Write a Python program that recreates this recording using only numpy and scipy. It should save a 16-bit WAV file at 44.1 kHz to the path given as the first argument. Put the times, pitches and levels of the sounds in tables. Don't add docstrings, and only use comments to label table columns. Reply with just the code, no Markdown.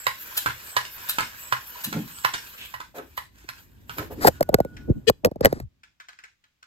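import sys
import numpy as np
from scipy import signal
from scipy.fft import rfft, irfft
from scipy.io import wavfile
from scipy.ndimage import uniform_filter1d

SR = 44100
rng = np.random.default_rng(int(sys.argv[2]) if len(sys.argv) > 2 else 0)


def to_wav(sig):
    pcm = np.clip(np.atleast_2d(sig), -1, 1) * 32767
    pcm = np.round(pcm).astype(np.int16)
    wavfile.write(sys.argv[1], SR, pcm.T)


N = 293706
TIME = np.arange(N) / SR

# time of knock in seconds, ring, crack,
# air and whistle levels in dB, whistle sag in Hz per second.
KNOCKS = [(0.067, -18.5, -16.5, -50, -44, 6000), (0.7653, -15.5, -15, -44.5, -47.5, 9000),
          (1.5232, -17.5, -18, -44.5, -48, 3800), (2.2466, -16, -13, -48, -47, 7700),
          (2.74, -32, -32, -70, -82, 5000), (3.176, -27.5, -32, -88, -87, 5000),
          (3.489, -48, -28, -68, -88, 5000)]
# nominal frequency in Hz, level in dB, t60 in seconds.
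PUMP_MODES = [(590, -18, .03), (870, -14, .045), (1005, -17, .12), (1030, 0, .02), (1075, -16, .11),
              (1400, -15, .035), (1790, -18, .1), (1900, -9, .027), (1925, -17.5, .09), (2010, -20, .06),
              (2980, -19, .07)]
# nominal frequency in Hz, level in dB, t60 in seconds.
BARREL_MODES = [(1750, -1.5, .1), (3100, -6, .09), (3960, 2, .16), (7580, 6, .055), (8110, 6.5, .06),
                (9950, 2.5, .06), (13380, 5, .045)]
# nominal frequency in Hz, level in dB, t60 in seconds.
BOARD_MODES = [(980, -3, 0.044), (1340, 0, .055), (1500, -4, 0.07), (2150, -7.5, 0.037)]
# nominal frequency in Hz, level in dB, t60 in seconds.
HANDLE_MODES = [(2190, 5, .07), (2866, -2.5, .25), (3671, -1.5, .18), (5340, -4, 0.23)]
# time of top in seconds, click, air and inlet puff levels in dB.
UP_STROKES = [(0.372, -18, -39.5, -39), (1.0919, -18, -40, -40), (1.8408, -23.5, -43, -41.5),
              (2.653, -42, -48.5, -50), (3.1725, -36, -57.5, -64)]
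# time in seconds, clack and thud levels in dB.
CLACKS = [(0.4602, -15, -42.5), (0.486, -27, -45), (1.1845, -14, -57), (1.206, -23, -47), (1.927, -23, -48),
          (2.802, -30, -71), (2.983, -34.5, -72), (3.895, -29, -52), (3.9829, -23.5, -38)]
# time in seconds, level in dB.
CLINKS = [(0.849, -34.5), (1.205, -28.5), (2.3351, -24.5)]
# start in seconds, length in seconds, centre in Hz,
# approximate width in Hz, level in dB.
SCUFFS = [(0.308, 0.032, 987, 69.3, -44), (1.025, 0.041, 974, 71, -45), (1.75, 0.047, 1000, 90, -44),
          (1.848, 0.053, 200, 95, -36), (1.913, 0.11, 180, 120, -31.5), (1.918, 0.091, 425, 397, -43.5),
          (2.549, 0.13, 2800, 1400, -47), (2.938, 0.083, 460, 630, -40), (3.96, 0.091, 403, 479, -37),
          (4.157, 0.078, 297, 168.4, -36.5), (4.097, 0.04, 420, 450, -40), (4.652, 0.22, 257, 71.4, -50.5)]
# start in seconds, length in seconds,
# hiss and fine spray levels in dB.
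RUSTLES = [(2.942, 0.062, -45, -51), (3.33, 0.2, -55, -68), (3.512, .17, -53, -58.5),
           (3.864, 0.24, -49.5, -51.5), (3.967, 0.038, -40, -40), (4.102, 0.051, -48.5, -47.5),
           (4.126, 0.29, -48.5, -57), (3.002, 2.38, -63.5, -70)]
# time in seconds, note level in dB, pitch at full swell in Hz,
# tick level in dB, swell in seconds, shove level in dB.
BUMPS = [(3.441, -45, 345, -56, .005, -54), (4.2467, -7.5, 844, -35.5, .004, -20.5),
         (4.251, -10.5, 450, -25.5, .0045, -19.5), (4.271, -11, 760, -9.5, .005, -22.5),
         (4.281, -10.5, 583, -20, .0045, -16), (4.4073, -9, 620, -23, .0042, -19),
         (4.427, -37, 584.5, -22, 0.0034, -46), (4.49, -16.5, 620, -30.5, 0.0049, -21.5),
         (4.529, -26, 520, -50, .007, -45), (4.542, -7.5, 450, -11, 0.0037, -10),
         (4.585, -18.5, 575, -39, .0045, -32.5), (4.602, -14.5, 640, -28.5, 0.0023, -15.5),
         (4.648, -30.5, 560, -40, .007, -27), (5.097, -15, 500, -13, .0055, -16),
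         (5.2474, -8.5, 516, -13, 0.0045, -22), (5.2566, -16, 560, -22.5, .004, -19),
         (5.268, -19.5, 540, -36.5, .004, -22), (5.313, -29, 620, -50, .0035, -28),
         (5.358, -32.5, 580, -52.5, 0.0043, -30.5), (5.408, -17, 540, -30.5, 0.0046, -19),
         (5.4469, -9, 580, -13, .004, -24), (5.4552, -10.5, 610, -12, .0033, -15),
         (5.466, -19, 486, -27.5, .004, -22.5), (5.526, -23, 500, -29.5, .003, -19),
         (5.6, -36.5, 480, -37.5, .004, -31)]
# time in seconds, level in dB, nominal pitch in Hz.
CREAKS = [(4.2762, -17, 1390), (4.542, -13.5, 1187), (5.098, -14, 1100), (5.2477, -12, 1676),
          (5.4485, -13, 1580), (5.4558, -7.5, 1950)]
# start in seconds, length in seconds, mean slip rate in Hz,
# tone and rasp levels in dB, rasp top in Hz, left minus right in dB.
RUBS = [(4.203, 0.1, 590, -39, -25.5, 13000, 5), (4.264, 0.026, 694, -25.5, -12.5, 16000, 7),
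        (5.423, 0.062, 563, -45, -32, 6000, 11.5), (5.425, 0.22, 528, -61.5, -48.5, 10200, 3)]
# start in seconds, length in seconds, top in Hz, level in dB.
PUSHES = [(4.234, 0.081, 700, -29), (4.512, 0.056, 644, -29.5), (4.874, 0.058, 450, -23.5),
          (4.942, 0.065, 260, -32.5), (5.076, 0.04, 330, -24.5), (5.234, 0.062, 693, -26.5),
          (5.427, 0.062, 647, -24), (5.552, 0.035, 450, -35), (5.588, 0.1, 108, -34.5)]
# time in seconds, level in dB.
TICKS = [(4.769, -41), (5.835, -46), (6.002, -40), (6.087, -41), (6.13, -49.5), (6.189, -42.5),
         (6.239, -41.5), (6.441, -57.5), (6.628, -44.5)]
# time in seconds, level in dB.
RUMBLE = [(0.0, -60), (3.5, -58), (4.01, -49), (4.15, -38), (4.38, -46.5), (4.92, -41.5), (5.29, -63),
          (5.47, -33.5), (5.53, -41), (5.67, -65), (6.03, -79), (6.66, -81.5)]
# mean frequency in Hz, level in dB.
PORT_MODES = [(1790, 1), (2480, -3), (2920, 1), (3150, 1), (3350, -0.5), (4060, -1.5), (4680, -4.5),
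              (4860, -1.5), (7980, -5.5)]
# frequency in Hz, level in dB.
CRACK_COLOUR = [(60, -22.5), (130, -2.5), (270, -38), (550, -8.5), (720, -12.5), (1080, 3.5), (1400, 4.5),
                (1900, 5.5), (2500, -3), (3100, -4.5), (4500, -7), (7000, -16), (12500, -11),
                (16000, -26.5)]
# frequency in Hz, level in dB.
CLICK_COLOUR = [(230, -25), (500, -9), (1650, 3), (2050, -8), (2700, 7.5), (3800, 5.5), (5500, -1.5),
                (8000, 0.5), (13000, 7.5), (16000, -6.5)]
# frequency in Hz, level in dB.
CLACK_COLOUR = [(450, -18), (750, -15.5), (1000, -0.5), (1400, 0), (2200, -6), (3500, -11.5), (7000, -20),
                (13000, -21), (16000, -34.5)]
# frequency in Hz, level in dB.
TICK_COLOUR = [(200, -23.5), (900, -6), (1250, 3), (1560, 9), (2000, 4.5), (2700, -1), (4000, -4.5),
               (7000, -11), (16000, -33)]
# frequency in Hz, level in dB.
CASE_COLOUR = [(300, 9.5), (1100, 7.5), (1800, 11.5), (2300, -2.5), (3100, -12), (4800, 1), (6500, -10.5),
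               (8000, -0.5), (11000, -8), (13500, -1), (16000, -17)]
# frequency in Hz, level in dB.
HISS_COLOUR = [(400, -7.5), (780, -7.5), (1000, 2.5), (1220, -2.5), (1600, 6), (2150, -3.5), (2400, 0.5),
               (3500, -5), (6000, -7), (8300, -6.5), (10300, -9.5), (11500, -18.5), (16000, -32)]
# frequency in Hz, level in dB.
SPRAY_COLOUR = [(6000, -51), (10500, -4), (13900, 4), (15000, -10), (15600, -6.5), (16000, -20.5)]
# frequency in Hz, level in dB.
RUMBLE_COLOUR = [(20, -22.5), (50, 2.5), (75, 4.5), (105, -1), (190, -8.5), (270, -9.5), (400, -19),
                 (1500, -41), (8000, -70.5)]
# frequency in Hz, level in dB.
QUIET_COLOUR = [(30, -3.5), (120, -1), (400, -16.5), (1600, -12), (2500, -11), (7000, -19.5), (14000, -28)]
# frequency in Hz, t60 in seconds.
GARAGE_T60 = [(100, 0.31), (1000, 0.19), (3000, 0.27), (8000, 0.3), (15000, 0.13)]

LIFT_S, LIFT_STOP_S, LIFT_SPRAY_DB = 0.17, 0.12, -4.5
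PUFF_LEAD_S, PUFF_S = 0.19, 0.077
PUSH_S, PUSH_SPRAY_DB = 0.2, -2.5
WHISTLE_S, WHISTLE_END_HZ = 0.15, 7430
LEAK_DB, LEAK_SPRAY_DB, LEAK_END_S, LEAK_FALL_DB_PER_S = -45.5, -51, 2.584, 64
GRIT_PER_S, GRIT_DB, GRIT_SPREAD_DB = 150, -9, 6
RING_S, RING_ATTACK_S, RING_HOLD_S, RING_RELEASE_S = 4.22, 0.17, 0.42, 0.31
RING_HZ, RING_DB = 1460, -57.5
BOUNCE_GAP_S, BOUNCE_DB, BOUNCE_FALL_DB = 0.012, -11.5, -2.5
DRAG_S, DRAG_LEAD_S, DRAG_DB, DRAG_LOW_HZ, DRAG_HIGH_HZ = 0.03, 0.0092, -19, 253, 760
BUMP_SAG_PER_S = 28
PALM_S, PALM_DB, PALM_HZ = 4.898, -11, 140.6
CREAK_T60_S, CREAK_OVERTONE_RATIO, CREAK_OVERTONE_DB = 0.014, 1.5, -9.5
TICK_T60_S = 0.039
SQUEAK_S, SQUEAK_LENGTH_S, SQUEAK_HZ, SQUEAK_DB, SQUEAK_RASP_DB = 5.069, 0.026, 436.5, -7.5, -9
TOP_HZ = 16200


def undb(db):
    return 10 ** (np.asarray(db) / 20)


def on_log_axis(points, hz):
    f, value = np.transpose(points)
    return np.interp(np.log(np.maximum(hz, 1)), np.log(f), value)


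def unit(x):
    return x / np.sqrt(np.mean(x ** 2))


def peak_at(x, db, size=176):
    loudest_power = uniform_filter1d(x ** 2, size).max()
    return x * undb(db) / np.sqrt(loudest_power)


def colour(x, points, size=2048):
    log_gain = on_log_axis(points, np.fft.rfftfreq(size, 1 / SR)) * np.log(10) / 20
    cepstrum = irfft(log_gain)
    cepstrum[1:size // 2] *= 2
    cepstrum[size // 2 + 1:] = 0
    response = irfft(np.exp(rfft(cepstrum)))
    return signal.fftconvolve(x, response)[:len(x)]


def filt(x, hz, kind, order=2):
    sos = signal.butter(order, np.minimum(hz, SR / 2 - 1000), kind, fs=SR, output="sos")
    return signal.sosfilt(sos, x)


def fade(t60_s, size=8192):
    return 1000 ** (-TIME[:size] / t60_s)


def arch(length_s):
    return np.sin(np.linspace(0, np.pi, int(length_s * SR)))


def swell(start_s, length_s):
    return np.sin(np.pi * np.clip((TIME - start_s) / length_s, 0, 1))


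def flutter(rate_hz, depth_db):
    steps = rng.standard_normal(1024)
    return undb(depth_db * np.interp(TIME * rate_hz, np.arange(len(steps)), steps))


def mottle(x, depth_db, size=1024):
    bands = signal.stft(x, nperseg=size)[2]
    walk = rng.standard_normal(bands.shape[-2:])
    walk = uniform_filter1d(walk, size=6, axis=0)
    walk = uniform_filter1d(walk, size=4, axis=1)
    mottled = signal.istft(bands * undb(depth_db * unit(walk)), nperseg=size)[1]
    return unit(mottled[..., :N])


def burst(points, t60_s, attack_s=.0001, ragged_db=0):
    envelope = fade(t60_s)
    size = len(envelope)
    envelope = envelope * np.minimum(TIME[:size] / attack_s, 1)
    grains = np.repeat(rng.standard_normal(size), 64)[:size]
    return colour(envelope * undb(ragged_db * grains) * rng.standard_normal(size), points)


def struck(modes, detune=0.0055):
    out = 0
    for hz, db, t60_s in modes:
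        envelope = fade(t60_s)
        pitch_hz = hz * (1 + detune * rng.standard_normal())
        out = out + undb(db) * envelope * np.sin(2 * np.pi * pitch_hz * TIME[:len(envelope)])
    return out


def thump(hz, width=.35, body_db=-9, soft=1.3, cycles=1.5, size=8192):
    f = np.fft.rfftfreq(size, 1 / SR) + 1
    shell = 1 / (1 + 1j * (f / hz - hz / f) / width)
    body = undb(body_db) / (1 + (50 / f) ** 4) / (1 + (f / hz) ** 4)
    contact = 1 / np.sqrt(1 + (f / (soft * hz)) ** 14)
    lag = np.exp(-2j * np.pi * cycles * np.log(f))
    return irfft((shell + 1j * body) * contact * lag) * np.linspace(1, 0, size) ** 2


def bounces(points, t60_s, count=4):
    out = np.zeros(SR)
    for k, (early, size) in enumerate(rng.random((count, 2))):
        db = BOUNCE_DB + BOUNCE_FALL_DB * (k + 2 * size - 1)
        add(out, BOUNCE_GAP_S * (k + 1 - early / 2), peak_at(burst(points, t60_s), db))
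    return out


def ports(x, lag_ms, pan_db, twist_rad=0):
    f = np.fft.rfftfreq(len(x), 1 / SR)
    turn = np.exp(1j * (np.pi * f * lag_ms / 1000 + twist_rad / 2))
    left = irfft(rfft(x) / turn, len(x)) * undb(pan_db / 2)
    right = irfft(rfft(x) * turn, len(x)) / undb(pan_db / 2)
    return np.array([left, right])


def diffuse(size, apart_hz=550):
    mid, side = rng.standard_normal((2, size))
    side = filt(side, apart_hz, "high", order=1)
    return np.array([mid + side, mid - side]) / np.sqrt(2)


def add(track, s, x):
    start = int(s * SR)
    x, start = x[..., max(-start, 0):], max(start, 0)
    track[..., start:start + x.shape[-1]] += x[..., :N - start]


def background(quiet_db=-77):
    rumble = unit(np.array([colour(c, RUMBLE_COLOUR) for c in diffuse(N, apart_hz=221)]))
    rumble = rumble * undb(np.interp(TIME, *np.transpose(RUMBLE)))
    corners_s = np.cumsum([RING_S, RING_ATTACK_S, RING_HOLD_S, RING_RELEASE_S])
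    envelope = np.interp(TIME, corners_s, [0, 1, 1, 0]) ** 2
    ring = np.sqrt(2) * envelope * np.sin(2 * np.pi * RING_HZ * TIME) * flutter(45, depth_db=2.5)
    quiet = unit(np.array([colour(c, QUIET_COLOUR) for c in diffuse(N)]))
    return rumble + undb(RING_DB) * ring + undb(quiet_db) * quiet


def airflow():
    leak = undb(-LEAK_FALL_DB_PER_S * np.maximum(TIME - LEAK_END_S, 0))
    parts = [(leak, LEAK_DB, LEAK_SPRAY_DB)]
    for top_s, _, db, puff_db in UP_STROKES:
        speed = np.interp(TIME, [top_s - LIFT_S, top_s, top_s + LIFT_STOP_S], [0, 1, 0])
        parts.append((np.sqrt(speed), db, db + LIFT_SPRAY_DB))
        parts.append((swell(top_s - PUFF_LEAD_S, PUFF_S), -np.inf, puff_db))
    for knock_s, _, _, db, *_ in KNOCKS:
        parts.append((swell(knock_s - PUSH_S, PUSH_S), db, db + PUSH_SPRAY_DB))
    for s, length_s, db, fine_db in RUSTLES:
        parts.append((swell(s, length_s), db, fine_db))
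    hiss_power = sum((shape * undb(db)) ** 2 for shape, db, _ in parts)
    spray_power = sum((shape * undb(db)) ** 2 for shape, _, db in parts)
    return np.sqrt(hiss_power), np.sqrt(spray_power)


def grit():
    happens = rng.random(N) < GRIT_PER_S / SR
    size = np.minimum(rng.exponential(size=N), 4)
    return unit(happens * undb(GRIT_SPREAD_DB * size))


def air(hiss_db=-1, direct_db=-2):
    hiss_gain, spray_gain = airflow()
    direct = undb(direct_db) * rng.standard_normal(N) + undb(GRIT_DB) * grit()
    flow = diffuse(N) + ports(direct, lag_ms=.27, pan_db=-2)
    hiss = mottle(np.array([colour(c, HISS_COLOUR) for c in flow]), depth_db=2.5)
    low = filt(hiss, 2000, "low", order=1)
    hiss = low * flutter(35, depth_db=2.1) + (hiss - low) * flutter(70, depth_db=2)
    spray = mottle(colour(rng.standard_normal(N), SPRAY_COLOUR), depth_db=2)
    spray = spray * flutter(55, depth_db=1.4)
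    return undb(hiss_db) * hiss_gain * hiss + spray_gain * spray


def valve(waver_hz=150, wander_hz=70):
    out = np.zeros(N)
    envelope = np.sqrt(np.abs(arch(WHISTLE_S)))
    t = TIME[:len(envelope)]
    for knock_s, _, _, _, db, sag_hz_per_s in KNOCKS:
        wander = np.interp(t, np.linspace(0, WHISTLE_S, 6), rng.standard_normal(6))
        pitch_hz = WHISTLE_END_HZ + sag_hz_per_s * (WHISTLE_S - t) + wander_hz * wander
        tone = np.sqrt(2) * np.sin(2 * np.pi * np.cumsum(pitch_hz) / SR)
        waver = unit(filt(rng.standard_normal(SR), waver_hz, "low"))[:len(envelope)]
        add(out, knock_s - WHISTLE_S, undb(db) * envelope * waver * tone)
    return out


def piston(ring_db=2.0, crack_db=-1.0, seat_s=0.0023, crack_t60_s=0.044, bounce_db=-0.5,
           scrape_s=.011, scrape_db=-23):
    out = np.zeros(N)
    for s, db, bright_db, *_ in KNOCKS:
        ring = struck(PUMP_MODES, detune=.011)
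        seating = np.minimum(TIME[:len(ring)] / seat_s, 1)
        scrape = burst(TICK_COLOUR, t60_s=.08, attack_s=scrape_s)
        crack = burst(CRACK_COLOUR, crack_t60_s, ragged_db=2.5) * seating
        add(out, s - scrape_s, peak_at(scrape, bright_db + scrape_db))
        add(out, s, peak_at(ring * seating, db + ring_db))
        add(out, s - .001, peak_at(crack, bright_db + crack_db))
        add(out, s, undb(db + bounce_db) * bounces(CRACK_COLOUR, t60_s=.018))
    return out


def scuffs():
    out = np.zeros(N)
    for s, length_s, hz, width_hz, db in SCUFFS:
        envelope = arch(length_s)
        spread = 1 + width_hz / hz / 2
        judder = filt(rng.standard_normal(SR), [hz / spread, hz * spread], "band")[-len(envelope):]
        add(out, s, undb(db) * envelope * unit(judder))
    return out * flutter(70, depth_db=3)


def rod(click_db=-4, second_s=0.0039, second_db=-1, ring_db=-6, slide_s=0.0052, slide_db=-9, ragged_db=3):
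    out = np.zeros(N)
    for s, db, _, _ in UP_STROKES:
        slide = burst(CLICK_COLOUR, t60_s=0.05, attack_s=.003, ragged_db=ragged_db)
        first = burst(CLICK_COLOUR, t60_s=0.058, attack_s=0.00095, ragged_db=ragged_db)
        second = burst(CLICK_COLOUR, t60_s=0.052, ragged_db=ragged_db)
        add(out, s - slide_s, peak_at(slide, db + slide_db))
        add(out, s, peak_at(first, db + click_db))
        add(out, s + second_s, peak_at(second, db + second_db))
        add(out, s + second_s, peak_at(struck(BARREL_MODES, detune=.002), db + ring_db))
    return out


def board(clack_db=-3, ring_db=-5, thud_db=4, thud_hz=100, bounce_db=-3):
    out = np.zeros(N)
    thud = thump(thud_hz, width=0.78, body_db=-21.0, soft=1.6, cycles=1.4)
    for s, db, low_db in CLACKS:
        clack = burst(CLACK_COLOUR, t60_s=0.028, attack_s=0.0009, ragged_db=3.5)
        add(out, s, peak_at(clack, db + clack_db))
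        add(out, s, peak_at(struck(BOARD_MODES, detune=0.023), db + ring_db))
        add(out, s, undb(db + bounce_db) * bounces(CLACK_COLOUR, t60_s=0.019))
        add(out, s, peak_at(thud, low_db + thud_db))
    return out


def handle(ring_db=-7):
    out = np.zeros(N)
    for s, db in CLINKS:
        graze = burst(HISS_COLOUR, t60_s=.055, attack_s=0.0036, ragged_db=3.0)
        add(out, s, peak_at(graze, db))
        add(out, s + .002, peak_at(struck(HANDLE_MODES, detune=.002), db + ring_db))
    return out


def drags():
    out, envelope = np.zeros((2, N)), arch(DRAG_S) ** 2
    for s, db, *_ in BUMPS:
        noise = diffuse(size=8192, apart_hz=400)
        judder = filt(noise, [DRAG_LOW_HZ, DRAG_HIGH_HZ], "band", order=3)[:, -len(envelope):]
        add(out, s - DRAG_LEAD_S, undb(db + DRAG_DB) * envelope * unit(judder))
    return out


def ring_note(hz, swell_s, size=8192):
    t = TIME[:size]
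    pitch_hz = hz * np.exp(BUMP_SAG_PER_S * (swell_s - t))
    envelope = (t / swell_s * np.exp(-t / swell_s)) ** 3
    return envelope * np.sin(2 * np.pi * (np.cumsum(pitch_hz) / SR + rng.random()))


def bumps(tick_db=1, shove_hz=370):
    thumps, taps = np.zeros((2, N))
    shove = thump(shove_hz, width=1.5, body_db=-3.5, soft=2.06, cycles=1.35)
    for s, db, hz, bright_db, swell_s, shove_db in BUMPS:
        add(thumps, s, peak_at(ring_note(hz, swell_s), db))
        add(thumps, s, peak_at(shove, shove_db))
        tick = burst(CASE_COLOUR, t60_s=0.011, attack_s=0.0018)
        add(taps, s, peak_at(tick, bright_db + tick_db))
    for s, db, hz in CREAKS:
        overtone = (hz * CREAK_OVERTONE_RATIO, CREAK_OVERTONE_DB, CREAK_T60_S)
        add(taps, s, peak_at(struck([(hz, 0, CREAK_T60_S), overtone]), db))
    palm = thump(PALM_HZ, width=.9, body_db=-3, soft=3.2, cycles=1.2)
    add(thumps, PALM_S, peak_at(palm, PALM_DB))
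    return ports(thumps, lag_ms=-.13, pan_db=-.5, twist_rad=-.7) + ports(taps, lag_ms=-.3, pan_db=.5)


def grip(slip_jitter=0.084):
    out = np.zeros((2, N))
    for s, length_s, top_hz, db in PUSHES:
        envelope = arch(length_s)
        buffet = filt(diffuse(SR, apart_hz=120.5), top_hz, "low", order=5)
        buffet = filt(buffet, 46, "high")[:, -len(envelope):]
        add(out, s, undb(db) * envelope * unit(buffet))
    for s, length_s, slip_hz, tone_db, rasp_db, top_hz, pan_db in RUBS:
        envelope = arch(length_s)
        wander, noise = rng.standard_normal((2, SR))[:, :len(envelope)]
        rate_hz = slip_hz * (1 + slip_jitter * unit(filt(wander, 160, "low")))
        slip = np.sin(2 * np.pi * np.cumsum(rate_hz) / SR)
        puffs = noise * undb(4.4 * slip)
        rasp = unit(filt(colour(puffs, CASE_COLOUR), top_hz, "low", order=4))
        rub = undb(tone_db) * unit(slip) + undb(rasp_db) * rasp
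        add(out, s, ports(envelope * rub, lag_ms=-0.29, pan_db=pan_db))
    return out


def ticks(scrape_s=0.0059):
    out = np.zeros(N)
    for s, db in TICKS:
        tick = burst(TICK_COLOUR, TICK_T60_S, scrape_s, ragged_db=5.0)
        add(out, s - scrape_s / 2, peak_at(tick, db))
    return out


def wavering(hz, spread_hz, size):
    wander = unit(filt(rng.standard_normal(SR), 160, "low"))[:size]
    return np.sin(2 * np.pi * np.cumsum(hz + spread_hz * wander) / SR)


def squeak(slip_jitter=0.048, gate_db=2.0, tone_pan_db=6, wander_hz=40, hiss_db=-7):
    out, envelope = np.zeros((2, N)), arch(SQUEAK_LENGTH_S)
    size = len(envelope)
    envelope = np.sqrt(np.abs(envelope)) * np.linspace(0, 1, size)
    slip = unit(wavering(SQUEAK_HZ, SQUEAK_HZ * slip_jitter, size))
    ring = unit(sum(undb(db) * wavering(hz, wander_hz, size) for hz, db in PORT_MODES))
    hiss = unit(filt(rng.standard_normal(size), [2200, 7500], "band"))
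    rasp = unit((ring + undb(hiss_db) * hiss) * undb(gate_db * slip))
    tone = undb(SQUEAK_DB) * envelope * slip
    add(out, SQUEAK_S, ports(tone, lag_ms=-0.43, pan_db=tone_pan_db))
    add(out[0], SQUEAK_S, undb(SQUEAK_RASP_DB) * envelope * rasp)
    return out


def fingers():
    return bumps() + drags() + grip() + squeak()


def garage(x, first_s=0.0051, build_s=0.0018, patchy_db=2, size=22050):
    f, t, bands = signal.stft(diffuse(size), SR)
    decay = undb(-60 * t / on_log_axis(GARAGE_T60, f)[:, None])
    tail = signal.istft(bands * decay, SR)[1][:, :size]
    tail *= np.clip((TIME[:size] - first_s) / build_s, 0, 1)
    tail *= flutter(180, depth_db=patchy_db)[:size]
    tail /= np.sqrt(np.sum(tail ** 2) / 2)
    return signal.fftconvolve(x[None], tail, axes=1)[:, :N]


def scene():
    knock, click, clack, tick = piston(), rod(), board() + handle(), ticks()
    whistle, scuff, hand = valve(), scuffs(), fingers()
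    pump = ports(clack + whistle, lag_ms=.265, pan_db=-2.8)
    pump += ports(click, lag_ms=-.16, pan_db=.3)
    pump += ports(knock, lag_ms=0.27, pan_db=-6.0)
    around = ports(tick, lag_ms=-.4, pan_db=1.5) + ports(scuff, lag_ms=.15, pan_db=-1)
    sent = undb(-6) * knock + undb(-6) * click + undb(-2.5) * clack + undb(-5.0) * tick
    sent += undb(-1.0) * (whistle + scuff) + undb(-42.0) * hand[0]
    return pump + around + hand + garage(sent) + air() + background()


def record(dry, stereo_hz=8400, shared_hz=11000, opposed_db=-2):
    opposed = undb(opposed_db) * filt(dry[0], [stereo_hz, shared_hz], "band", order=6)
    shared = ports(filt(dry[0], shared_hz, "high", order=11), lag_ms=.0065, pan_db=0)
    wet = filt(dry, stereo_hz, "low", order=12) + np.array([opposed, -opposed]) + shared
    low_pass = signal.ellip(8, .2, 80, TOP_HZ, fs=SR, output="sos")
    return signal.sosfilt(low_pass, np.clip(wet, -1, 1))


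dry = scene()
out = record(dry)
to_wav(out)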